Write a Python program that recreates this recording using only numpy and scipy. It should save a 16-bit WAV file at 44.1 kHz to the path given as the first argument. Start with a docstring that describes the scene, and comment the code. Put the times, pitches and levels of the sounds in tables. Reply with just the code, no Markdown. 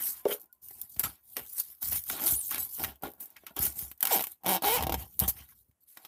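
"""Polystyrene hisses, snaps and thuds close by: a hand works a tight block out of a washing machine.
Foam beads rub over the plastic mouth, edges snap free and tick along the rim, knuckles knock the foam.
The block creaks and a small patch squeaks as they stick and slip; the steel tub booms with each tug.
The open machine adds a short tail, over still air with a faint tone."""
import sys
import numpy as np
from scipy import signal
from scipy.io import wavfile
from scipy.ndimage import uniform_filter1d

SR = 44100
rng = np.random.default_rng(int(sys.argv[2]) if len(sys.argv) > 2 else 0)


def master(y):
    """Save y as 16-bit WAV."""
    cut = np.clip(np.atleast_2d(y).T, -1, 1)
    pcm = np.round(cut * 32767)  # scale
    wavfile.write(sys.argv[1], SR, pcm.astype(np.int16))


N = 267951


def gain_of(db):
    return 10 ** (np.asarray(db) / 20)


def unit_rms(x):
    return x / np.sqrt(np.mean(x ** 2) + 1e-20)


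def unit_energy(taps):
    return taps / np.linalg.norm(taps)


def add(mix, start_s, sound):
    part = mix[round(start_s * SR):][:len(sound)]
    part += sound[:len(part)]


def through(x, taps):
    return signal.oaconvolve(x, taps)[:len(x)]


def colour(spectrum):
    """Minimum-phase taps for rows of freq_hz, level_db."""
    freq_hz, level_db = np.transpose(spectrum)
    bin_hz = abs(np.fft.fftfreq(4096, 1 / SR))
    bin_db = np.interp(np.log(bin_hz + 1), np.log(freq_hz), level_db)
    log_gain = np.log(gain_of(np.maximum(bin_db, -100)))
    response = np.exp(np.conj(signal.hilbert(log_gain)))
    return unit_energy(np.fft.ifft(response).real[:2048])


def modes(table):
    """A body's ringing after one click, for rows of pitch_hz, width_hz, level_db."""
    t = np.arange(SR // 2) / SR
    ring = sum(gain_of(db) * width_hz * np.exp(-np.pi * width_hz * t) * np.sin(2 * np.pi * hz * t)
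               for hz, width_hz, db in table)
    return unit_energy(ring)


def slides(ramp_db=30):
    """Gains of hiss, grit, pressure and tub push: each slide rises, holds and fades; powers add."""
    # slides of the block: full_at_s, hold_s, rise_s, fade_s, hiss_db, grit_re_hiss_db,
    # pressure_re_hiss_db, push_db
    strokes = [ (0, 0.026, 0.012, 0.087, -37, -11.5, -19, -73),
               (0.071, 0.032, 0.14, 0.072, -27.5, -27.5, -36, -88),
               (0.118, 0.092, 0.063, 0.045, -46.5, -16, -26.5, -73),
               (0.284, 0.018, 0.069, 0.053, -41, -13, -10, -80),
               (0.313, 0.021, 0.046, 0.056, -33, -7.5, -17, -88.5),
               (0.391, 0.051, 0.091, 0.087, -68, -12, -2, -78.5),
               (0.541, 0.0088, .01, 0.071, -69, -21, -15, -75),
               (0.626, 0.051, 0.014, 0.27, -47.5, -29, -35, -69),
               (0.749, 0.1, 0.16, 0.11, -49, -24.5, -23.5, -67),
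               (0.895, 0.069, 0.0084, 0.14, -49.5, -35.5, -32, -66.5),
               (0.997, 0.0077, 0.021, 0.038, -32.5, -15.5, -18, -48),
               (1.035, 0.014, 0.0097, 0.11, -30, -10.5, -17, -43),
               (1.294, 0.22, 0.13, 0.054, -51, -33, -27, -71),
               (1.368, 0.028, 0.014, 0.081, -41.5, -7, -9.5, -83),
               (1.483, 0.15, 0.14, 0.13, -44, -25.5, -37, -76.5),
               (1.601, 0.0077, 0.08, 0.022, -26.5, -26.5, -36, -82),
               (1.668, 0.032, 0.064, 0.17, -46.5, -23.5, -32, -70.5),
               (1.826, 0.057, 0.022, 0.15, -30.5, -23, -31.5, -52),
               (1.93, 0.025, 0.072, 0.097, -26.5, -19.5, -29.5, -46.5),
               (2.081, 0.021, 0.06, 0.12, -33, -22, -36, -51.5),
               (2.096, 0.07, 0.0077, 0.21, -37.5, -8, -10.5, -85.5),
               (2.216, 0.024, 0.051, 0.12, -36.5, 2.5, -2, -71),
               (2.273, 0.054, 0.15, 0.15, -24.5, -62, -26, -48.5),
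               (2.447, 0.089, 0.068, 0.088, -34, -53, -44, -57),
               (2.52, 0.058, 0.049, 0.12, -47, -1.5, -3.5, -72),
               (2.581, 0.024, 0.037, 0.19, -34, -29, -29, -53.5),
               (2.731, 0.091, 0.087, 0.14, -37.5, -31.5, -36, -68),
               (2.795, 0.085, 0.033, 0.091, -44.5, -6, -1, -47),
               (3.031, 0.025, 0.016, 0.08, -49, -2, 9, -62), (3.113, 0.12, 0.064, .1, -63.5, -24, -5, -76),
               (3.205, 0.021, 0.018, 0.098, -42, -17.5, -19.5, -84),
               (3.28, 0.056, 0.035, 0.15, -68.5, -4, -3, -80),
               (3.364, 0.078, 0.027, .05, -62, -8.5, -20, -72),
               (3.468, 0.0095, 0.0096, 0.051, -50.5, 1, -9, -71),
               (3.507, 0.012, .02, 0.04, -60, -22, 2.5, -71),
               (3.567, 0.02, 0.0098, 0.088, -39, -8.5, -4.5, -49),
               (3.623, 0.043, 0.059, 0.097, -26.5, -18.5, -21.5, -42),
               (3.76, 0.08, 0.02, 0.14, -38, -21.5, -22.5, -56),
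               (4.026, 0.041, 0.027, 0.11, -43, -7.5, -5, -89.5),
               (4.123, 0.032, 0.07, 0.11, -22.5, -7.5, -18, -92.5),
               (4.259, 0.067, 0.055, 0.054, -48, -28, -25.5, -72),
               (4.413, 0.032, 0.014, .02, -74.5, -21, 4, -81),
               (4.463, 0.095, 0.014, 0.037, -28, -3, 0.5, -66),
               (4.647, .12, 0.029, 0.057, -27.5, -2, -5, -53.5),
               (4.784, 0.057, 0.048, 0.015, -44.5, -2.5, 5.5, -37.5),
               (4.842, 0.1, 0.018, 0.13, -60, 2.5, 10.5, -34),
               (5.001, 0.025, 0.11, 0.084, -43.5, -10.5, -7.5, -56),
               (5.05, 0.24, 0.021, 0.084, -54.5, -29.5, -40, -60.5),
               (5.214, 0.023, 0.025, 0.085, -33.5, -9.5, -10.5, -34),
               (5.279, 0.016, 0.006, 0.031, -26, -25.5, -23, -54.5),
               (5.33, 0.052, 0.036, 0.21, -50, -18, -24, -54.5),
               (5.372, 0.018, 0.027, 0.12, -51.5, -5, -12, -61),
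               (5.487, 0.039, 0.014, 0.044, -56.5, -15, -39, -71),
               (5.55, 0.059, 0.033, 0.11, -60.5, -38.5, -47, -70.5),
               (5.685, 0.011, 0.025, 0.018, -74, -32.5, -27, -68),
               (5.808, 0.033, .01, 0.029, -65, -34.5, -37.5, -86),
               (5.881, 0.073, 0.028, .03, -54.5, -22, -45, -94),
               (5.966, 0.099, .01, 0.045, -57, -10, -10.5, -101), ]
    t, power = np.arange(0, N, 32) / SR, 0
    for at_s, hold_s, rise_s, fade_s, hiss_db, grit_db, press_db, push_db in strokes:
        away = np.maximum((at_s - t) / rise_s, (t - at_s - hold_s) / fade_s).clip(0)
        levels_db = np.array([hiss_db, hiss_db + grit_db, hiss_db + press_db, push_db])
        power = power + gain_of(levels_db[:, None] - ramp_db * away) ** 2
    return [np.interp(np.arange(N) / SR, t, gain) for gain in np.sqrt(power)]


def beads(rate_hz, spread_db, judder_db, judder_s):
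    """Beads catch: random clicks of uneven size, in clumps."""
    size = gain_of(spread_db * np.minimum(rng.exponential(1, N), 5))
    catches = rng.random(N) < rate_hz / SR
    span = int(judder_s * SR)
    clumps = unit_rms(uniform_filter1d(uniform_filter1d(rng.standard_normal(N), span), span))
    return unit_rms(size * catches * rng.standard_normal(N) * gain_of(judder_db * clumps))


def foam_hiss(x, hiss_gain, split_hz=11500, thin_below_db=-44):
    """Bright colour of foam on plastic; quiet hiss is thinner, mostly top treble."""
    # hiss spectrum, with the microphone's bright peak: freq_hz, level_db
    spectrum = [(1760, -52), (3000, -25.5), (4230, -18), (6480, -16), (10500, -8), (11400, -3), (13200, 0),
                (14900, -1), (16000, -27)]
    hiss = through(x, colour(spectrum))
    low = signal.sosfiltfilt(signal.butter(4, split_hz, fs=SR, output="sos"), hiss)
    fullness = np.minimum(hiss_gain / gain_of(thin_below_db), 1)
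    return hiss - low + low * fullness ** 0.15


def cell_walls(x, share):
    """Part of the treble rings in the thin foam walls."""
    # wall modes: pitch_hz, width_hz, level_db
    wall_modes = [(9690, 51, 1), (10200, 110, 0.5), (10760, 170, 5.5), (11676, 110, -1.5),
                  (12640, 150, 0.5), (13900, 160, -12.5), (14600, 35, 4)]
    return np.sqrt(1 - share) * x + np.sqrt(share) * through(x, modes(wall_modes))


def rim(x, ribs_share=0.067):
    """Broad grit with the ribs ringing in it."""
    # grit spectrum: freq_hz, density_db
    grit_spectrum = [(530, -29), (900, 3), (1470, 2.5), (1850, 2), (3090, 1.5), (6060, -6), (9000, -18.5),
                     (11700, -26), (19800, -120)]
    # rib and rim modes: pitch_hz, width_hz, level_db
    rib_modes = [(1570, 240, 5.5), (2312, 320, 8), (3110, 260, 9), (3810, 140, 5.5), (4557, 200, 0),
                 (5260, 180, 2.5)]
    grit = through(x, colour(grit_spectrum))
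    return np.sqrt(1 - ribs_share) * grit + np.sqrt(ribs_share) * through(x, modes(rib_modes))


def moving_contact(x, patchy_db=3.5):
    """The contact moves, so the colour shifts in patches of time and frequency."""
    spectra = signal.stft(x, nperseg=256, noverlap=192)[2]
    patches = rng.standard_normal(spectra.shape[::-1]).T
    patches = unit_rms(uniform_filter1d(uniform_filter1d(patches, 4, axis=0), 24, axis=1))
    return signal.istft(spectra * gain_of(patchy_db * patches - 3), nperseg=256, noverlap=192)[1][:len(x)]


def block(pressure, loose_s=3.95):
    """The block's low modes change once it is loose; slow pushes make no sound."""
    # block seated in the mouth: pitch_hz, width_hz, level_db
    seated_modes = [(193, 7.7, -19), (332.6, 49, 11.5), (415, 78, 6), (772, 250, 11), (1370, 78, 2.5)]
    # block loose: pitch_hz, width_hz, level_db
    loose_modes = [(195, 30, -22), (336, 17, 9), (492, 60, -2), (780, 120, 10), (918, 94, 3.5)]
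    loose = np.arange(N) > loose_s * SR
    ring = through(pressure * ~loose, modes(seated_modes)) + through(pressure * loose, modes(loose_modes))
    return signal.sosfilt(signal.butter(2, 140, "highpass", fs=SR, output="sos"), ring)


def foam(hiss_gain, grit_gain, pressure_gain):
    """Rubbing, snaps and creaks drive hiss, rim and block."""
    slips, gate, regular = creaks()
    hiss = hiss_gain * gate * beads(13000, 0.35, 2.35, 0.0041)
    # regular slips displace random tearing and pressure
    grit = grit_gain * gate * gain_of(-17 * regular) * beads(6000, 1.1, 1.9, 0.012)
    pressure = pressure_gain * gain_of(-9.1 * regular) * beads(2500, 0.8, 2.0, 0.0072)
    cracks, snap_grit, blows = snaps()
    tear = gain_of(-60 * np.arange(SR // 8) / SR / 0.008)  # each slip tears beads for a few ms
    torn = through(abs(slips), unit_energy(tear)) * rng.standard_normal(N)
    rubbing = moving_contact(cell_walls(foam_hiss(hiss, hiss_gain), share=0.039) + rim(grit))
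    crackling = foam_hiss(cracks + gain_of(-7) * torn, hiss_gain) + rim(snap_grit)
    creaking = gain_of(-15) * rim(torn) + gain_of(-7) * rim(slips, ribs_share=0.85)
    return rubbing + crackling + creaking + block(pressure + slips + blows)


def cavity(x, t60_s=0.06, delay_s=0.003):
    """Short tail of the open machine: sparse echoes of random sign."""
    grid = np.arange(0, SR // 3, 20)
    echoes = rng.choice([-1., 1.], len(grid)) * gain_of(-60 * grid / SR / t60_s)
    taps = np.zeros(SR // 2)
    taps[grid + rng.integers(0, 20, len(grid)) + int(delay_s * SR)] = echoes
    return through(x, unit_energy(taps))


def tub(push_gain):
    """Lumpy shoves and single bumps ring the steel tub and cabinet."""
    # tub modes: pitch_hz, width_hz, level_db
    tub_modes = [(68.5, 13, 0), (93, 20, -7), (125, 30, -11), (180, 60, -15)]
    # block bumps the tub: start_s, level_db
    bumps = [(0.969, -46), (1.412, -56.5), (2.323, -38), (2.828, -45), (3.034, -48), (3.598, -35.5),
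             (3.825, -46), (4.79, -48), (5.218, -29.5), (5.28, -35.5)]
    push = push_gain * beads(1100, 0.66, 1.5, 0.05)
    for start_s, level_db in bumps:
        add(push, start_s, gain_of(level_db) * np.hanning(60))
    return through(push, modes(tub_modes))


def air(level_db=-83, tone_hz=1019, tone_width_hz=8):
    """Still air and a faint wavering tone."""
    # air spectrum: freq_hz, density_db
    spectrum = [(24, -27.5), (40, -4.5), (81, -3), (516, -11.5), (1040, -16), (4460, -28.5), (11300, -16),
                (16000, -25)]
    # tone envelope: time_s, level_db
    tone_levels = [(0, -62.5), (0.45, -85), (.75, -80.5), (1.501, -100), (2.8, -71), (3.1, -110)]
    time_s, tone_db = np.transpose(tone_levels)
    tone = through(rng.standard_normal(N), modes([(tone_hz, tone_width_hz, 0)]))
    still = gain_of(level_db) * through(rng.standard_normal(N), colour(spectrum))
    return still + gain_of(np.interp(np.arange(N) / SR, time_s, tone_db)) * tone


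def snaps(tick_t60_s=0.0048, pop_t60_s=0.0035):
    """Edges snap free: a tick, then a tail. Returns cracks, grit for the rim, blows on the block."""
    # edge snaps: start_s, crack_db, grit_re_crack_db, blow_re_crack_db
    edges = [(0.2529, -36, 4.5, -10.5), (0.415, -32, -33, -59), (.527, -32.5, -41, -40),
             (0.685, -25.5, -39, -26), (0.708, -28, -37, -8.5), (0.8145, -16.5, -51, -43),
             (0.964, -36.5, -6, 2), (0.9948, -6, -24, -31), (1.0359, -15.5, -7.5, -8),
             (1.3668, -15, -6.5, -13), (1.599, -11.5, -36.5, -50), (1.822, -25, -32, -8),
             (1.9223, -26, -2.5, 1), (2.038, -24.5, -50, -44), (2.0982, -14, -5, -43),
             (2.509, -15.5, -15, -29), (2.514, -18.5, -8.5, -41), (2.523, -24, -3.5, -30),
             (2.5294, -21, -13, -21), (2.5446, -14, -9.5, -34), (2.557, -21.5, -3, -36),
             (2.581, -15.5, -35, -10), (2.691, -31, -28, -40), (2.797, -37.5, -5, 16),
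             (2.83, -19, -25, -34), (2.837, -14.5, -7.5, -33), (2.845, -16, -3, -20),
             (2.957, -41, -33, -38), (3.035, -25.5, -31, 12.5), (3.257, -27.5, -42, -44),
             (3.303, -36, -35, -40), (3.3648, -36.5, -0.5, -28), (3.436, -52, -17, 18.5),
             (3.466, -25.5, -5.5, -40), (3.564, -21, -10, -27), (3.591, -15.5, -35, -34),
             (3.7906, -16, -21.5, -47), (3.815, -23, -37, -27), (3.914, -26, -10.5, -12.5),
             (3.977, -39, -30, -46), (4.0062, -14, -22, -36), (4.0274, -4.5, -11.5, -45),
             (4.0523, -12.5, -6, -42), (4.0707, -9.5, -9.5, -34), (4.193, -18.5, -9.5, -28),
             (4.207, -14.5, -9, 3), (4.223, -14.5, -27, -39), (4.239, -14, -10, -31),
             (4.269, -21, -13.5, -8.5), (4.435, -35.5, -9, 5), (4.445, -32.5, -9.5, 13),
             (4.622, -17.5, -10.5, 5), (4.636, -20, -14.5, 10), (4.7923, -28, -6, 18),
             (4.808, -29, 0, 18.5), (4.8243, -17, -7, 11), (4.835, -19.5, -3.5, -2),
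             (4.8679, -20, -4.5, 13), (4.8947, -19, -3.5, 16), (4.9222, -16.5, -3.5, 8),
             (4.9413, -15, -5, 8), (5.1925, -13, -36, -34), (5.2, -9, -22, -45), (5.279, -19.5, -15, 1.5),
             (5.712, -55, -10.5, -10.5), (5.9716, -31, -2, -1), (6.0493, -31, -3.5, -1)]
    # dry pops as the block tears loose: start_s, level_db
    pops = [(4.0538, -4), (5.1928, 1), (5.1998, 3)]
    t = np.arange(SR // 8) / SR
    jolt = 0.22 * np.exp(-t / 0.0001)  # the block jumps as the edge lets go
    bursts = rng.standard_normal((128, len(t))) * (1 - np.exp(-t / 0.0005))
    cracks, grit, blows = np.zeros((3, N))
    for (start_s, crack_db, grit_db, blow_db), burst in zip(edges + rattles(), bursts):
        shake = min(gain_of(max(blow_db, grit_db)), 1)  # more shake: softer tick, longer tail
        tail_t60_s = 0.023 + 0.0094 * shake
        tick = gain_of(crack_db - 8 - 14.4 * np.sqrt(shake) - 60 * t / tick_t60_s) * burst
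        tail = gain_of(crack_db - 10 - 60 * t / tail_t60_s) * burst
        add(cracks, start_s, tick + tail)
        add(grit, start_s, gain_of(grit_db) * (tick + tail))
        add(blows, start_s, gain_of(crack_db + blow_db) * jolt + gain_of(blow_db - 9) * tail)
    for (start_s, level_db), burst in zip(pops, bursts[::-1]):
        add(cracks, start_s, gain_of(level_db - 60 * t / pop_t60_s) * burst)
    return cracks, grit, blows


def knocks(attack_s=0.0059):
    """Knuckles thud on hollow foam: close modes, the higher ones dying sooner."""
    # knuckle hits: start_s, level_db, t60_at_450_hz_s
    hits = [(0.2552, -6.5, 0.044), (0.287, -23.5, 0.071), (0.316, -20.5, 0.041), (0.335, -35, 0.1),
            (1.365, -41.5, 0.14), (3.062, -44, 0.15)]
    # modes of the hollow: pitch_hz, level_db
    hollow_modes = [(300, -28), (365, -21), (420, 0.5), (490, 0.5), (570, -2), (680, -10.5), (880, -13.5),
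                    (1150, -19)]
    t, out = np.arange(SR // 4) / SR, np.zeros(N)
    for start_s, level_db, t60_s in hits:
        ring = sum(gain_of(db - 60 * t / t60_s * (hz / 450) ** 0.43) * np.sin(2 * np.pi * hz * t)
                   for hz, db in hollow_modes)
        add(out, start_s, gain_of(level_db) * ring * (1 - np.exp(-t / attack_s)))
    return out


def rattles(fade_db=-10.5, grit_db=-56, blow_db=-27):
    """An edge ticks along the rim as a slide dies, slower and fainter. Returns rows of small snaps."""
    # runs of ticks: start_s, length_s, first_rate_hz, first_level_db
    runs = [(0.398, 0.06, 125, -34), (2.87, 0.057, 114, -30), (3.0227, 0.13, 90, -28.5),
            (4.32, 0.055, 130, -59), (4.996, 0.032, 95, -36), (5.894, 0.093, 81, -52),
            (5.489, 0.035, 140, -41)]
    rows = []
    for start_s, length_s, rate_hz, level_db in runs:
        progress = np.arange(0, 1, 1 / (length_s * SR))
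        cycles = np.cumsum(rate_hz * (1 - progress ** 4)) / SR
        for k in np.flatnonzero(np.diff(np.ceil(cycles), prepend=0)):
            rows.append((start_s + k / SR, level_db + fade_db * progress[k], grit_db, blow_db))
    return rows


def scrapes():
    """Short scrapes: narrow midrange rings or broad bursts of bright hiss; quick start, slower end."""
    # scrapes: start_s, length_s, centre_hz, width_hz, level_db
    contacts = [(0.486, 0.066, 1450, 50, -81), (1.034, 0.046, 1340, 180, -41.5),
                (3.201, 0.062, 13700, 4000, -42), (3.36, 0.033, 2200, 800, -53.5),
                (5.278, 0.034, 13000, 4500, -23.5)]
    out = np.zeros(N)
    for start_s, length_s, centre_hz, width_hz, level_db in contacts:
        progress = np.minimum(np.arange(SR // 5) / SR / length_s, 1)
        envelope = np.minimum(10 * progress, 1) * np.cos(np.pi / 2 * progress)
        friction = rng.standard_normal(len(progress)) * envelope
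        band = modes([(centre_hz, width_hz, 0)])
        steep_band = unit_energy(through(band, band))
        add(out, start_s, gain_of(level_db) * through(friction, steep_band))
    return out


def creaks():
    """The whole block sticks and slips. Returns a click per slip, a hiss gate, a 0-1 creaking mask."""
    # one path per creak: time_s, slip_rate_hz, level_db, unevenness (0-1)
    paths = [
        [(2.199, 168, -56, 0.01), (2.225, 247, -42, 0.17), (2.265, 390, -42.5, 0.05)],
        [(4.105, 990, -33, 0.01), (4.11, 840, -31.5, 0.11), (4.122, 513, -30, 0.07), (4.148, 365, -32, 0.04),
         (4.163, 210, -30.5, 0.1), (4.18, 117, -39.5, 0.01), (4.199, 107, -36, 0.1)],
        [(4.457, 187, -33, 0.13), (4.5, 194, -31.5, 0.13), (4.575, 175, -33.5, 0.1)],
        [(4.644, 406, -31.5, 0.09), (4.678, 425, -27.5, 0.14), (4.7, 460, -31, 0.19), (4.728, 476, -29.5, 0.01),
         (4.762, 513, -29.5, 0.08), (4.778, 420, -32, 0.08)],
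    ]
    slips, gate, regular = np.zeros(N), np.ones(N), np.zeros(N)
    for path in paths:
        time_s, *columns = np.transpose(path)
        t = np.arange(time_s[0], time_s[-1], 1 / SR)
        rate_hz, level_db, uneven = (np.interp(t, time_s, column) for column in columns)
        rate_noise, size_noise = rng.standard_normal((2, SR // 4))[:, :len(t)]
        wander = unit_rms(uniform_filter1d(rate_noise, 120))
        cycles = np.cumsum(rate_hz * (1 + 0.5 * uneven * wander)) / SR
        clicks = np.diff(np.floor(cycles), prepend=0) > 0
        size = (1 + 1.6 * uneven * size_noise) * signal.windows.tukey(len(t), 0.1)
        puffs = unit_rms(np.exp(-(cycles % 1) / 0.55)) - 1  # beads hiss hardest during a slip
        add(slips, t[0], clicks * size * gain_of(level_db) * np.sqrt(SR / rate_hz))
        add(gate, t[0], 0.88 * puffs)
        add(regular, t[0], signal.windows.tukey(len(t), 0.2))
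    return slips, gate, regular


def squeaks():
    """A small patch slips fast: wavering, fluttering tones with overtones."""
    # one path per squeak: time_s, pitch_hz, level_db
    paths = [
        [(2.256, 3870, -42), (2.268, 5020, -41), (2.278, 5500, -48), (2.285, 6460, -40), (2.3, 6700, -55)],
        [(2.288, 7660, -55), (2.297, 9600, -46.5), (2.305, 10100, -56), (2.318, 8900, -45.5),
         (2.325, 7900, -38), (2.332, 7650, -56)],
        [(2.326, 7350, -50), (2.34, 5900, -42), (2.35, 6900, -42), (2.356, 8820, -35), (2.36, 9530, -37),
         (2.374, 9640, -40), (2.38, 10680, -41.5), (2.388, 10690, -47), (2.395, 9680, -38),
         (2.415, 8740, -36.5), (2.432, 7770, -46), (2.47, 7070, -57)],
        [(2.575, 3710, -60), (2.6, 3970, -34), (2.635, 3935, -35), (2.655, 4330, -52)],
    ]
    # partials per squeak: first_db, second_db, third_db
    timbres = [
        [0, 3, -5],
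        [5, -18, -40],
        [1, 7, -26],
        [-20, -9, 4],
    ]
    # pitch waver per squeak: rms_fraction
    waver_depths = [.02, .02, .016, .005]
    out = np.zeros(N)
    for path, partials_db, depth in zip(paths, timbres, waver_depths):
        time_s, path_hz, path_db = np.transpose(path)
        t = np.arange(time_s[0], time_s[-1], 1 / SR)
        waver = unit_rms(uniform_filter1d(rng.standard_normal(len(t)), 50))
        flutter = unit_rms(uniform_filter1d(rng.standard_normal(len(t)), 160))
        pitch_hz = np.interp(t, time_s, path_hz) * (1 + depth * waver)
        phase = 2 * np.pi * np.cumsum(pitch_hz) / SR
        tone = sum(gain_of(db) * np.sin(k * phase) * (k * pitch_hz < SR / 2)
                   for k, db in enumerate(partials_db, 1))
        level_db = np.interp(t, time_s, path_db) + 6.5 * (np.minimum(flutter, 1) - 0.5)
        add(out, t[0], np.sqrt(2) * tone * gain_of(level_db) * signal.windows.tukey(len(t), 0.2))
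    return cell_walls(out, share=0.6)


def scene():
    """Foam in the machine's mouth, its short tail, the tub and still air; mono."""
    hiss_gain, grit_gain, pressure_gain, push_gain = slides()
    near = foam(hiss_gain, grit_gain, pressure_gain) + squeaks() + scrapes() + knocks()
    return (near + gain_of(-10) * cavity(near) + tub(push_gain) + air())[None]


def record(dry):
    """The deepest bass is cut, the top treble steps down, then the band ends."""
    bass_hz, shelf_hz, shelf_db, edge_hz = 60, 15650, -18, 16800
    dry = signal.sosfilt(signal.butter(4, bass_hz, "highpass", fs=SR, output="sos"), dry)
    rounded = 0.6 * np.tanh(dry / 0.6)  # the microphone rounds off the sharpest cracks
    shelf, edge = (signal.firwin(511, hz, window=("kaiser", 9), fs=SR) for hz in (shelf_hz, edge_hz))
    low = signal.oaconvolve(rounded, shelf[None], "same")
    stepped = low + gain_of(shelf_db) * (rounded - low)
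    return signal.oaconvolve(stepped, edge[None], "same")


dry = scene()
out = record(dry)
master(out)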